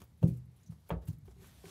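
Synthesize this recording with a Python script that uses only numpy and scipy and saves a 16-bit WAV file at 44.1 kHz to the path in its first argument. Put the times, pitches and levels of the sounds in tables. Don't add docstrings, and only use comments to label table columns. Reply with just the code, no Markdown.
import sys
import numpy as np
from scipy import signal
from scipy.fft import rfft, irfft, next_fast_len
from scipy.io import wavfile
from scipy.ndimage import uniform_filter1d

SR = 44100
rng = np.random.default_rng(int(sys.argv[2]) if len(sys.argv) > 2 else 0)


def dump(signal):
    limited = np.clip(np.atleast_2d(signal).T, -1, 1)
    pcm = np.round(limited * 32767).astype(np.int16)
    wavfile.write(sys.argv[1], SR, pcm)


def volts(x):
    e = np.asarray(x, float) / 20
    return 10 ** e


N = 74970

# pitch in Hz, level in dB, time to fall 60 dB in seconds.
FLOOR_MIDDLE = [(73.2, -5, 0.12), (98.2, -6, 0.15), (124.5, -12, 0.38), (165.5, 5, 0.098),
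                (211.5, -12.5, 0.16), (308, -15.5, 0.11), (377.3, -18.5, 0.14), (495, -30.5, 0.094)]
FLOOR_BY_SLAT = [(98.4, -6.5, 0.27), (132, -21, 0.27), (165, 8.5, 0.14), (300, -7.5, 0.24)]
FLOOR_RIM = [(75.6, -16, 0.17), (100.4, -4.5, 0.13), (124, -12.5, 0.041), (158.2, -6.5, 0.19),
             (239, -36, 0.17), (308, -21, 0.055)]
FLOOR_CORNER = [(99.4, -6, 0.18), (162.3, -0.5, 0.16), (205, -17.5, 0.14)]
CAGE_ROCK = [(61, 3.5, 0.12), (78, -0.5, 0.23)]
WOODEN_HOUSE = [(392.2, -1.5, 0.11), (745, -14, 0.094), (1090, -20, 0.076)]
SLAT_MODES = [(434, -19, 0.37), (463.6, -3, 0.062), (565, -9, 0.057), (702, -33, 0.11), (779, -29.5, 0.32),
              (901, -19, 0.18), (962, -24, 0.068), (1028, -16.5, 0.069), (1138, -19.5, 0.14),
              (1262, -22.5, 0.14), (1535, -22.5, 0.086), (2317, -15.5, 0.014), (2500, -63, 0.009),
              (3230, -21, 0.013)]
FLOOR_FLAT_MODES = [(363, -26, 0.09), (500, -8, 0.038), (547, -2.5, 0.11), (732, -15.5, 0.073),
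                    (1040, -20, 0.056), (1590, -13, 0.02)]

# time of full contact in seconds, level in dB, build-up in seconds,
# damping (above 1 dies faster).
MIDDLE_THUMPS = [
    (0.02, -57, 0.0025, 1.3),
    (0.2259, -42, 0.011, 0.82),
    (0.2363, -33.5, 0.0066, 0.88),
    (0.2435, -22.5, 0.0081, 0.65),
    (0.29, -39.5, 0.0047, 1),
    (1.668, -54, 0.042, 1.2),
]
SLAT_THUMPS = [
    (0.9235, -38, 0.016, 1.7),
    (0.9414, -45, 0.0099, 1.6),
]
RIM_THUMPS = [
    (1.091, -29.5, 0.011, 1.64),
    (1.103, -35.5, 0.0065, 1.7),
    (1.111, -43, 0.0045, 1.6),
    (1.187, -49.5, 0.013, 2.5),
    (1.234, -48.5, 0.0096, 1.7),
]
CORNER_THUMPS = [
    (.7014, -40, .018, 0.89),
    (1.125, -47.5, 0.01, 1),
    (.765, -56, .015, 1),
]
ROCK_THUMPS = [
    (0.041, -56.5, 0.018, 0.64),
    (0.326, -48.5, 0.044, 2.6),
    (0.421, -57, 0.037, 1.4),
    (0.718, -54.5, 0.025, 1.8),
    (0.9401, -39, 0.04, 0.8),
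    (0.973, -40, 0.017, 0.73),
    (1.303, -54.5, 0.059, 1.3),
    (1.629, -55.5, 0.021, 0.82),
]
HOUSE_THUMPS = [
    (1.285, -48, 0.0073, 3.8),
    (1.367, -60, 0.005, 0.86),
    (1.395, -59, 0.0036, 1.4),
    (1.427, -55.5, 0.017, 1.4),
    (1.643, -44.5, 0.0044, 1.5),
    (1.683, -51.5, 0.011, 1.3),
]

# start in seconds, level in dB, hardness in dB per octave, damping.
SLAT_KNOCKS = [
    (0.017, -58, 5.5, 1.6),
    (0.722, -63.5, 2.5, 1.3),
    (.894, -50.5, 3.5, 1),
    (0.9039, -29, 1.5, 0.85),
    (1.279, -68, 6.5, 0.86),
    (1.443, -60.5, 7, 1.4),
    (1.638, -59, 0.5, 0.52),
    (1.655, -63.5, 9.5, 1.8),
]
FLAT_KNOCKS = [
    (.228, -37, -6.5, 1.2),
    (.2325, -33, -10.5, 0.92),
]
# frequency in Hz, level in dB per Hz.
RATTLE_COLOUR = [(200, -3.5), (500, 6.5), (800, -1), (1200, -2), (3300, -22.5), (6000, -38.5), (15000, -50)]
# frequency in Hz, time to fall 60 dB in seconds.
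RATTLE_T60 = [(300, 0.32), (1000, 0.1), (3000, 0.11), (8000, 0.096)]

# start in seconds, peak in dB, pitch in Hz, 60 dB fall in seconds.
TOOTH_TICKS = [(0.017, -36.5, 11300, 0.013), (0.017, -36, 6500, 0.018), (0.038, -40.5, 15000, 0.024),
               (0.173, -67, 10750, 0.15), (.453, -58.5, 11200, 0.037), (0.516, -57, 10700, 0.02),
               (0.562, -57, 10600, 0.064), (.631, -49.5, 6900, 0.04), (0.8, -58, 11900, 0.033),
               (1.053, -47, 12000, 0.036), (1.184, -52, 12400, 0.022), (1.309, -84, 10400, 0.08),
               (1.468, -45, 11300, 0.038)]
BONE_PINGS = [
    (.227, -29, 2780, 0.023),
    (.228, -38, 3400, 0.026),
    (0.277, -50, 2360, 0.16),
    (.66, -46, 6000, 0.044),
    (0.672, -48, 6300, 0.049),
    (.722, -44, 990, 0.054),
    (1.635, -59, 2420, .1),
]

# start in seconds, level in dB, rise in seconds, 60 dB fall in seconds,
# brightness in dB per octave.
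PAW_SCUFFS = [(.001, -61.5, 0.0024, 0.21, -4.5), (.205, -68, 0.016, 0.06, -5),
              (0.223, -63, 0.011, 0.29, -5.5), (.268, -61.5, 0.011, 0.15, 2), (.33, -76, 0.008, 0.12, 2),
              (0.358, -69, 0.016, 0.073, 0.5), (0.701, -68, 0.0059, 0.22, -2.5),
              (.84, -71, 0.033, 0.48, -4), (0.883, -64.5, 0.011, 0.032, 11.5),
              (1.008, -71, 0.012, 0.32, -6), (1.064, -53, 0.018, 0.093, -1.5), (1.09, -70, 0.012, 0.1, -2),
              (1.123, -67.5, 0.0066, 0.12, -1.5), (1.247, -69.5, 0.0089, 0.47, -3.5),
              (1.303, -68.5, 0.012, 0.045, -5.5)]
# time in seconds, level in dB.
RUSTLE_LEVEL = [(0, -73.5), (0.068, -78.5), (0.149, -81), (.34, -76.5), (.48, -83), (.61, -75.5),
                (.74, -81), (.82, -77.5), (.97, -83.5), (1.2, -82), (1.34, -80), (1.4, -72), (1.42, -65),
                (1.48, -63.5), (1.52, -67), (1.63, -66.5), (1.66, -61), (1.7, -57.5)]
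# frequency in Hz, level in dB per Hz.
CHIP_COLOUR = [(350, -11), (700, -6), (2000, -11.5), (4500, -8.5), (7500, -7), (11200, -4), (15600, -7)]
BEDDING_COLOUR = [(150, -7.5), (250, -6), (491, -8.5), (1090, -11.5), (2100, -12.5), (2960, -11.5),
                  (9430, -16), (11400, -13.5), (15600, -22.5)]

# time in seconds, level in dB.
TREMBLE_LEVEL = [(0.0, -58), (0.363, -69.5), (0.459, -56.5), (.5, -58.5), (.54, -67), (0.732, -55),
                 (0.86, -66.5), (0.98, -65.5), (1.11, -47.5), (1.168, -58), (1.42, -55.5), (1.7, -63.5)]
# frequency in Hz, level in dB per Hz.
HUM_COLOUR = [(15, -63), (25, -59), (46, 4.5), (75, 11), (128, 6), (170, 4.5), (194, 0.5), (387, -22),
              (600, -57), (780, -40), (1320, -120)]
HISS_COLOUR = [(180, 3), (300, 0.5), (809, -7), (1570, -14), (2180, -11), (2840, -31.5), (3760, -16),
               (15600, -61)]


def unit(x):
    return x / np.sqrt(np.mean(x ** 2) + 1e-20)


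def along(points, hz):
    f, v = np.transpose(points)
    return np.interp(np.log(hz + 1), np.log(f + 1), v)


def filtered(x, response):
    size = next_fast_len(len(x) + SR // 4)
    spectrum = rfft(x, size) * response(np.fft.rfftfreq(size, 1 / SR))
    return irfft(spectrum, size)[:len(x)]


def add(track, s, sound):
    part = track[round(max(s, 0) * SR):][:len(sound)]
    part += sound[:len(part)]


def dying(t60s):
    hz, t, z = signal.stft(rng.standard_normal(SR // 2), SR, nperseg=128)
    fade = volts(-60 * t / t60s(hz)[:, None])
    return signal.istft(z * fade, SR, nperseg=128)[1]


def patchy(x, colour, patch_db, bins, frames):
    z = signal.stft(x, nperseg=512)[2]
    field = uniform_filter1d(rng.standard_normal(z.shape), bins, 0)
    field = uniform_filter1d(field, frames, 1)
    x = signal.istft(z * volts(patch_db * unit(field)), nperseg=512)[1][:N]
    return unit(filtered(x, lambda hz: volts(along(colour, hz))))


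def ring(modes, tilt_db, rise_s, damping, scatter_db):
    hz, db, t60 = np.transpose(modes)[:, :, None]
    t = np.arange(SR // 2) / SR - rise_s
    db = db + tilt_db * np.log2(hz / 485) + scatter_db * rng.standard_normal(hz.shape)
    swell = np.sin(np.pi / 2 * np.clip(1 + t / rise_s, 0, 1)) ** 2
    level = volts(db - 60 * np.maximum(t, 0) * damping / t60)
    return np.sum(level * swell * -np.sin(2 * np.pi * hz * t), axis=0)


def thumps():
    out = np.zeros(N)
    spots = [(FLOOR_MIDDLE, MIDDLE_THUMPS), (FLOOR_BY_SLAT, SLAT_THUMPS), (FLOOR_RIM, RIM_THUMPS),
             (FLOOR_CORNER, CORNER_THUMPS), (CAGE_ROCK, ROCK_THUMPS), (WOODEN_HOUSE, HOUSE_THUMPS)]
    for modes, blows in spots:
        for s, db, rise_s, damping in blows:
            add(out, s - rise_s, volts(db) * ring(modes, 0, rise_s, damping, 0))
    return out


def rattle(tilt_db, damping):
    rise_s, delay = 0.0015, 40
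    noise = dying(lambda hz: along(RATTLE_T60, hz) / damping)
    puff = filtered(np.pad(noise, (delay, 0)),
                    lambda hz: volts(along(RATTLE_COLOUR, hz) + tilt_db * np.log2((hz + 50) / 485)))
    t = np.arange(SR // 2) / SR
    return puff[:SR // 2] * np.clip(t / rise_s, 0, 1) ** 2


def knocks():
    contact_s, scatter_db, rattle_db = 0.00114, 3, 1
    out = np.zeros(N)
    for modes, hits in [(SLAT_MODES, SLAT_KNOCKS), (FLOOR_FLAT_MODES, FLAT_KNOCKS)]:
        for s, db, tilt_db, damping in hits:
            buzz = volts(rattle_db) * rattle(tilt_db, damping)
            tone = ring(modes, tilt_db, contact_s, damping, scatter_db)
            add(out, s, volts(db) * (tone + buzz))
    return out


def ticks():
    rise_s, wide_db = 0.004, -19.5
    out, t = np.zeros(N), np.arange(SR // 8) / SR
    for rows, q in [(TOOTH_TICKS, 7), (BONE_PINGS, 14)]:
        for s, db, hz, t60 in rows:
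            fade = volts(-60 * t / t60) * (1 - np.exp(-t / rise_s))
            burst = rng.standard_normal(len(t)) * fade
            width = hz / q

            def response(f):
                resonance = 1j * f * width / (hz * hz - f * f + 1j * f * width)
                return resonance + volts(wide_db) * (f > hz / 2)

            add(out, s, volts(db) * filtered(burst, response))
    return out


def crackle():
    snaps_per_s, spread_db, snap_share = 5000, 1.5, 0.35
    chance, size = rng.random((2, N))
    strength = volts(-spread_db * np.log(size)) * rng.standard_normal(N)
    snaps = (chance < snaps_per_s / SR) * strength
    return snap_share * unit(snaps) + (1 - snap_share) * rng.standard_normal(N)


def scuffs():
    out, t = np.zeros(N), np.arange(SR // 4) / SR
    chips = patchy(crackle(), CHIP_COLOUR, 2, 20, 3)
    for s, db, rise_s, t60, tilt_db in PAW_SCUFFS:
        stroke = volts(db - 60 * np.maximum(t - rise_s, 0) / t60) * np.clip(t / rise_s, 0, 1) ** 2
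        part = chips[round(s * SR):][:len(t)] * stroke
        add(out, s, filtered(part, lambda hz: volts(tilt_db * np.log2((hz + 300) / 6000))))
    return out


def rustle():
    level_db = np.interp(np.arange(N) / SR, *np.transpose(RUSTLE_LEVEL)) + 1
    return volts(level_db) * patchy(crackle(), BEDDING_COLOUR, 1.5, 8, 9)


def walls(x):
    t60 = [(100, 0.35), (1000, 0.2), (8000, 0.028)]  # Hz, seconds
    tail = dying(lambda hz: along(t60, hz))
    late = np.pad(x, (200, 0))
    return signal.fftconvolve(late, tail / np.linalg.norm(tail))[:N]


def tremble():
    level_db = np.interp(np.arange(N) / SR, *np.transpose(TREMBLE_LEVEL))
    return volts(level_db) * patchy(rng.standard_normal(N), HUM_COLOUR, 0.5, 3, 9)


def room_hiss():
    return volts(-76) * patchy(rng.standard_normal(N), HISS_COLOUR, 0.55, 12, 12)


def scene():
    floor = thumps()
    taps = knocks() + ticks()
    echo = walls(volts(-19) * taps + volts(-16) * floor)
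    mix = floor + taps + scuffs() + rustle() + echo + tremble() + room_hiss()
    return mix[None]


def roll_off(x):
    return signal.sosfilt(signal.butter(12, 15720, fs=SR, output="sos"), x)


def record(dry):
    low_cut_hz, top_hz = 52, 15720
    mix = filtered(dry[0], lambda f: (f < top_hz) * f ** 6 / np.sqrt(f ** 12 + low_cut_hz ** 12))
    return roll_off(mix[None])


dry = scene()
out = record(dry)
dump(out)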